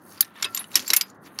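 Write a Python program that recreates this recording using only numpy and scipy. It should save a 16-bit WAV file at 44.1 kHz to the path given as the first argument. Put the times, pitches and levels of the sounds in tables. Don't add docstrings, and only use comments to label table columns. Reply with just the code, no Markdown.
import sys
import numpy as np
from scipy import signal
from scipy.fft import rfft, irfft, next_fast_len
from scipy.io import wavfile
from scipy.ndimage import map_coordinates

SR = 44100
rng = np.random.default_rng(int(sys.argv[2]) if len(sys.argv) > 2 else 0)


def inscribe(sig):
    pcm = np.round(np.clip(np.atleast_2d(sig).T, -1, 1) * 32767)
    wavfile.write(sys.argv[1], SR, pcm.astype(np.int16))


def level_to_linear(level):
    exponent = np.asarray(level, float) / 20
    return 10 ** exponent


N = 61740


def unit(x):
    return x / np.sqrt(np.mean(x ** 2) + 1e-20)


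def along(points, hz):
    f, db = np.transpose(points)
    return level_to_linear(np.interp(np.log(hz + 1), np.log(f + 1), db))


def noise(n, response):
    m = next_fast_len(n + 4096)
    spectrum = rfft(rng.standard_normal(m)) * response(np.fft.rfftfreq(m, 1 / SR))
    return unit(irfft(spectrum, m)[:n])


def wobble(rate):
    knots = rng.standard_normal(int(N * rate / SR) + 4)
    return map_coordinates(knots, [np.arange(N) * rate / SR])


# f/Hz, relative level/dB
AIR_SPECTRUM = [(25, -50.5), (60, -26), (80, -11), (97, -2), (120, -8.5), (210, 1), (300, -1), (430, -7.5),
                (700, -10.5), (1200, -8), (1900, -16.5), (2400, -39), (16000, -62)]


def air():
    level_db = -51.5 + 1.8 * wobble(9.8)
    return level_to_linear(level_db) * noise(N, lambda f: along(AIR_SPECTRUM, f))


# t/s, level/dB
THUDS = [(0.35, -52), (.445, -39.5), (0.76, -35.5), (.785, -41), (0.822, -40.5), (0.9013, -35),
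         (0.9332, -47.5), (1.0103, -51)]


def thuds():
    block_hz, width_hz, t60_s, rise_s = 315, 130, 0.12, 0.0056
    out, t = np.zeros(N + SR), np.arange(SR // 5) / SR
    for start_s, db in THUDS:
        body = noise(len(t), lambda f: f / np.hypot(block_hz ** 2 - f * f, f * width_hz))
        envelope = level_to_linear(db - 60 * t / t60_s) * (1 - np.exp(-t / rise_s))
        out[round(start_s * SR):][:len(t)] += envelope * body
    return out[:N]


HOOK_HZ = [1090, 1357, 1782, 2180, 2616, 2830, 2960, 3300, 3640, 3860, 4400, 5490, 5950, 6100, 7390, 8600,
           9100, 10949, 11610, 12050, 12490]
LINK_HZ = [4700, 4926, 6390, 6950, 7090, 10060, 10395, 12630, 13735, 15480]
# relative level/dB, t60/s
HOOK_MODES = [(-17.5, 0.043), (-53.5, 0.77), (-38, 0.19), (-25.5, 0.093), (-15.5, 0.079), (-19.5, 0.037),
              (-13, 0.042), (-12.5, 0.02), (-23.5, 0.051), (-8, 0.035), (-5.5, 0.035), (-4, 0.017),
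              (-18, 0.03), (-13.5, 0.012), (-4, 0.032), (-9, 0.027), (-8, 0.026), (-19, 0.12), (-11, 0.064),
              (-22, 0.098), (-27.5, 0.09)]
LINK_MODES = [(-0.5, 0.018), (-21.5, 0.1), (-1, 0.039), (-11, 0.036), (4.5, 0.021), (-1, 0.048),
              (-15, 0.11), (8, 0.036), (-0.5, 0.055), (-5, 0.061)]
MODE_HZ = np.concatenate([HOOK_HZ, LINK_HZ])
MODE_DB, MODE_T60 = np.concatenate([HOOK_MODES, LINK_MODES]).T


def resonances(f, pitches_hz, levels_db, width_hz):
    return sum(level_to_linear(db) / (1 + (2 * (f - hz) / width_hz) ** 2) for hz, db in zip(pitches_hz, levels_db))


# f/Hz, level/dB
WHISTLE = [(6390, 1.8), (10200, 4), (12630, 5.3), (15480, 4)]


def whistle(f):
    pitches_hz, levels_db = np.transpose(WHISTLE)
    return resonances(f, pitches_hz, levels_db, 250)


# t/s, dull rub level/dB, middle level/dB, bright scrape level/dB
SLIDE = [(0, -74, -75, -78), (.05, -70.5, -72.5, -58), (.12, -60.5, -56.5, -51), (.19, -56, -61.5, -60),
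         (.26, -57, -65.5, -58.5), (.33, -63.5, -81, -74), (.37, -46.5, -67, -62), (.42, -44.5, -52, -54),
         (.46, -35.5, -60, -71), (.51, -62, -62.5, -56), (.56, -48.5, -51, -62.5), (.61, -42, -53, -65),
         (.68, -66, -77, -57), (.73, -48.5, -53, -52), (.775, -38.5, -36.5, -41), (.81, -44, -42.5, -50),
         (.845, -50, -52, -55), (.89, -43.5, -35, -43.5), (.95, -41, -45.5, -58.5), (1, -40.5, -48.5, -55),
         (1.04, -47, -65.5, -60.5), (1.1, -66, -60, -65), (1.13, -72, -76.5, -85), (1.155, -73, -73, -67.5),
         (1.19, -86, -99, -98), (1.225, -76, -78, -66), (1.265, -48.5, -51.5, -56),
         (1.31, -62.5, -88.5, -69), (1.36, -61, -71.5, -60.5), (1.4, -44, -61, -65)]
# f/Hz, relative level/dB
RUB = [(300, -23), (600, -3), (1000, 8), (2000, 6.5), (3900, 1), (4600, -12), (6000, -36.5)]
MIDDLE = [(3000, -21), (4200, 4), (6000, 3.5), (7600, -6), (9000, -28)]
SCRAPE = [(6500, -33.5), (8200, -1.5), (10500, 3.5), (12600, -0.5), (15500, -10.5), (16500, -20.5)]
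SING_DB = (-7.5, 6, -1)


def contact_ticks():
    ticks_per_s, tick_db, size_spread_db, t60_s = 500, -11, 3, 0.01
    sizes = level_to_linear(tick_db + size_spread_db * rng.standard_normal(N))
    contacts = (rng.random(N) < ticks_per_s / SR) * sizes
    decay = level_to_linear(-60 * np.arange(1000) / SR / t60_s)
    return 1 + np.convolve(contacts, decay)[:N]


def sliding():
    grit_db, grit_rate = 3, 300
    sing_width_hz = 110
    times_s, rub_db, middle_db, scrape_db = np.transpose(SLIDE)
    ticks = contact_ticks()
    bands = [(rub_db, RUB, ticks, 0), (middle_db, MIDDLE, np.sqrt(ticks), 0), (scrape_db, SCRAPE, 1, 1)]
    out = np.zeros(N)
    for (levels_db, band, grain, whistling), sing_db in zip(bands, SING_DB):
        def response(f):
            sing = 1 + level_to_linear(sing_db) * resonances(f, MODE_HZ, MODE_DB, sing_width_hz)
            return along(band, f) * sing + whistling * whistle(f)

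        grit = level_to_linear(grit_db * wobble(grit_rate))
        texture = unit(grain * grit * noise(N, response))
        level_db = np.interp(np.arange(N) / SR, times_s, levels_db)
        out += level_to_linear(level_db) * texture
    return out


def shake(touch, t):
    knots_per_s, part_s = 250, 0.022
    knots = rng.standard_normal((len(touch), knots_per_s // 5))
    return signal.resample(knots, len(t), axis=1) * touch * np.exp(-t / part_s)


def ringing(t, gain, chatter_s):
    rough_db, rough_rad, rough_hz = 3, 0.97, 3480
    early_db, early_share = 6, 0.25
    free_t60_s = 0.08
    rise_s = 0.00064 + chatter_s
    touch = np.minimum(MODE_HZ / rough_hz, 1)[:, None]
    t60 = MODE_T60[:, None]
    early = np.exp(-(t60 / free_t60_s) ** 2) * level_to_linear(early_db - 60 * t / (early_share * t60))
    fade = level_to_linear(-60 * t / t60) + early
    start_phase = rng.random((len(MODE_HZ), 1))
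    phase = 2 * np.pi * (MODE_HZ[:, None] * t + start_phase) + rough_rad * shake(touch, t)
    modes = level_to_linear(rough_db * shake(touch, t)) * fade * np.sin(phase)
    return (gain @ modes) * (1 - np.exp(-t / rise_s))


# f/Hz, relative level/dB
CRACK = [(120, -66.5), (200, -19.5), (1840, 2), (4350, 1), (5520, 4), (9930, -9), (11700, -9), (16000, -29)]


def cracking(t, bright_db, favoured_hz, t60_s, chatter_s):
    body_db, chatter_db, chatter_rate = -11.5, 2.5, 600
    snap_db, snap_t60_s, soften_db_per_s = 0.5, 0.0029, 3996.5
    tilt, lean_db, lean_width = 0.38, 1.5, 0.1

    def response(f):
        slope = level_to_linear(tilt * bright_db * np.tanh(np.log((f + 1) / 6500) / 0.37))
        near = sum(np.exp(-(np.log((f + 1) / hz) / lean_width) ** 2) for hz in favoured_hz)
        return along(CRACK, f) * slope * (1 + level_to_linear(lean_db) * near)

    body = level_to_linear(-60 * t / max(t60_s, 0.003)) * (1 - np.exp(-t / (chatter_s + 1e-5)))
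    snap = level_to_linear(snap_db - soften_db_per_s * chatter_s - 60 * t / snap_t60_s)
    grit_db = chatter_db * signal.resample(rng.standard_normal(chatter_rate // 5), len(t))
    return level_to_linear(body_db + grit_db) * (body + snap) * noise(len(t), response)


# t/s, relative crack level/dB, favoured low mode f/Hz, its level/dB, favoured high mode f/Hz,
# its level/dB, crack t60/s, contact chatter/s, relative free-link level/dB
BLOWS = [(0.1748,-29.5,1357,-53.5,4850,-51,0.047,0.0015,-94),
         (0.2075,-1.5,4700,-13.5,12900,1,0.015,0.00049,-18),
         (0.2258,-20,1782,-46.5,3860,-37.5,0.035,0.0011,-88.5),
         (0.2468,-30,5950,-51,8600,-46,0.036,0.00081,-77),
         (0.3605,-34.5,1782,-47.5,3640,-45.5,0.042,0.0016,-100),
         (0.425,-10,2180,-27,5490,-19,0.044,0.00054,-53),
         (0.427,-10,11610,-35.5,7020,-31,0.022,0.00032,-64),
         (0.444,-20,3300,-18,3860,-25.5,0.04,0.00092,-80), (.454,-40,1357,-40.5,1782,-42,.03,.003,-80),
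         (0.4448,-16.5,4926,-32,9100,-20,0.018,0.0027,-65), (0.448,-9,2616,-21,3640,-23,0.035,0.0037,-49),
         (0.5473,-12,7230,-14.5,12490,-18,0.022,0.0012,-52.5),
         (0.565,-22,3640,-36,13100,-40,.015,0.00032,-61.5),
         (0.5739,-11,5845,-19.5,8570,-22.5,0.025,0.00032,-49),
         (0.5755,-42,1090,-30.5,7100,-19.5,.02,0.00061,-71.5),
         (.592,-21,3860,-33,10949,-25.5,0.0071,0.00082,-75.5),
         (0.595,-29.5,12050,-37.5,11610,-31.5,0.02,0.0015,-88),
         (0.6416,-28.5,2960,-41,1782,-57,0.017,.0003,-101),
         (0.716,-32,2830,-48,3860,-53,0.011,0.00044,-89.5),
         (0.742,-18.5,3860,-33,6100,-35,0.014,0.0017,-71.5),
         (0.7554,-0.5,5490,-7,11610,-16,0.046,0.00016,-26),
         (.763,-5.5,2830,-24.5,11610,-28,0.063,0.0032,-39),
         (.794,-15,3340,-23,4900,-40,0.017,0.00053,-52.5),
         (0.799,-17.5,6120,-50.5,12630,-53,0.025,0.0013,-47.5),
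         (0.823,-23.5,5910,-36,2190,-62,0.022,0.00052,-54.5),
         (0.8782,-13,7390,-21.5,12670,-24.5,0.011,0.0012,-51.5),
         (0.903,-1.5,3860,-17,5490,-12.5,0.027,0.00064,-41),
         (0.9046,-27,11610,-26.5,10949,-47.5,0.017,0.00053,-63.5),
         (0.934,-0.5,2173,-24.5,11660,-19.5,0.046,0.00062,-27),
         (0.935,-17,5490,-8,10949,-38,.02,0.00042,-60.5),
         (0.9361,-7.5,1400,-45,1090,-48,0.035,0.00034,-79.5),
         (0.9634,4,10070,-7.5,12780,-13,0.032,0.004,-19), (0.967,-15,2616,-28.5,6100,-23,0.022,0.00103,-59),
         (1.0109,-5,4926,-29,12630,-24,0.037,0.00046,-37.5),
         (1.1,-40.5,6040,-53.5,6890,-46.5,0.021,0.0011,-75),
         (1.388,-9.5,4926,-42,6530,-33,0.016,0.00039,-49.5)]


def blows():
    others_db, favour_width, scatter_db = -20, 0.018, 5
    bright_db = 36
    out, t = np.zeros(N + SR), np.arange(SR // 5) / SR
    in_link = np.arange(len(MODE_HZ)) >= len(HOOK_MODES)
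    for start_s, db, low_hz, low_db, high_hz, high_db, t60_s, chatter_s, link_db in BLOWS:
        part_db = np.where(in_link, link_db, db + others_db)
        gain = level_to_linear(MODE_DB + part_db + scatter_db * rng.standard_normal(len(MODE_HZ)))
        for hz, favoured_db in ((low_hz, low_db), (high_hz, high_db)):
            gain = gain + level_to_linear(favoured_db) * np.exp(-(np.log(MODE_HZ / hz) / favour_width) ** 2)
        ring = ringing(t, gain, chatter_s)
        crack = cracking(t, link_db - db + bright_db, (low_hz, high_hz), t60_s, chatter_s)
        out[round(start_s * SR):][:len(t)] += ring + level_to_linear(db) * crack
    return out[:N]


def radiated(blow_signal):
    band = signal.butter(2, [1100, 15200], "band", fs=SR, output="sos")
    return signal.sosfilt(band, blow_signal)


# delay t/s, level/dB
ECHOES = [(.0021, -25.5), (.0047, -27), (.009, -30.5), (0.012, -28)]


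def near_echoes(hits):
    return sum(level_to_linear(db) * np.pad(hits, (round(delay_s * SR), 0))[:N] for delay_s, db in ECHOES)


def scene():
    hits = radiated(blows())
    return (air() + thuds() + sliding() + hits + near_echoes(hits))[None]


def top_cut(x):
    return signal.sosfilt(signal.butter(12, 16660, fs=SR, output="sos"), x)


def record(dry):
    clipped = dry / (1 + np.abs(dry) ** 6) ** (1 / 6)
    low_cut = signal.butter(3, 64, "high", fs=SR, output="sos")
    mix = signal.sosfilt(low_cut, clipped)
    return top_cut(mix)


dry = scene()
out = record(dry)
inscribe(out)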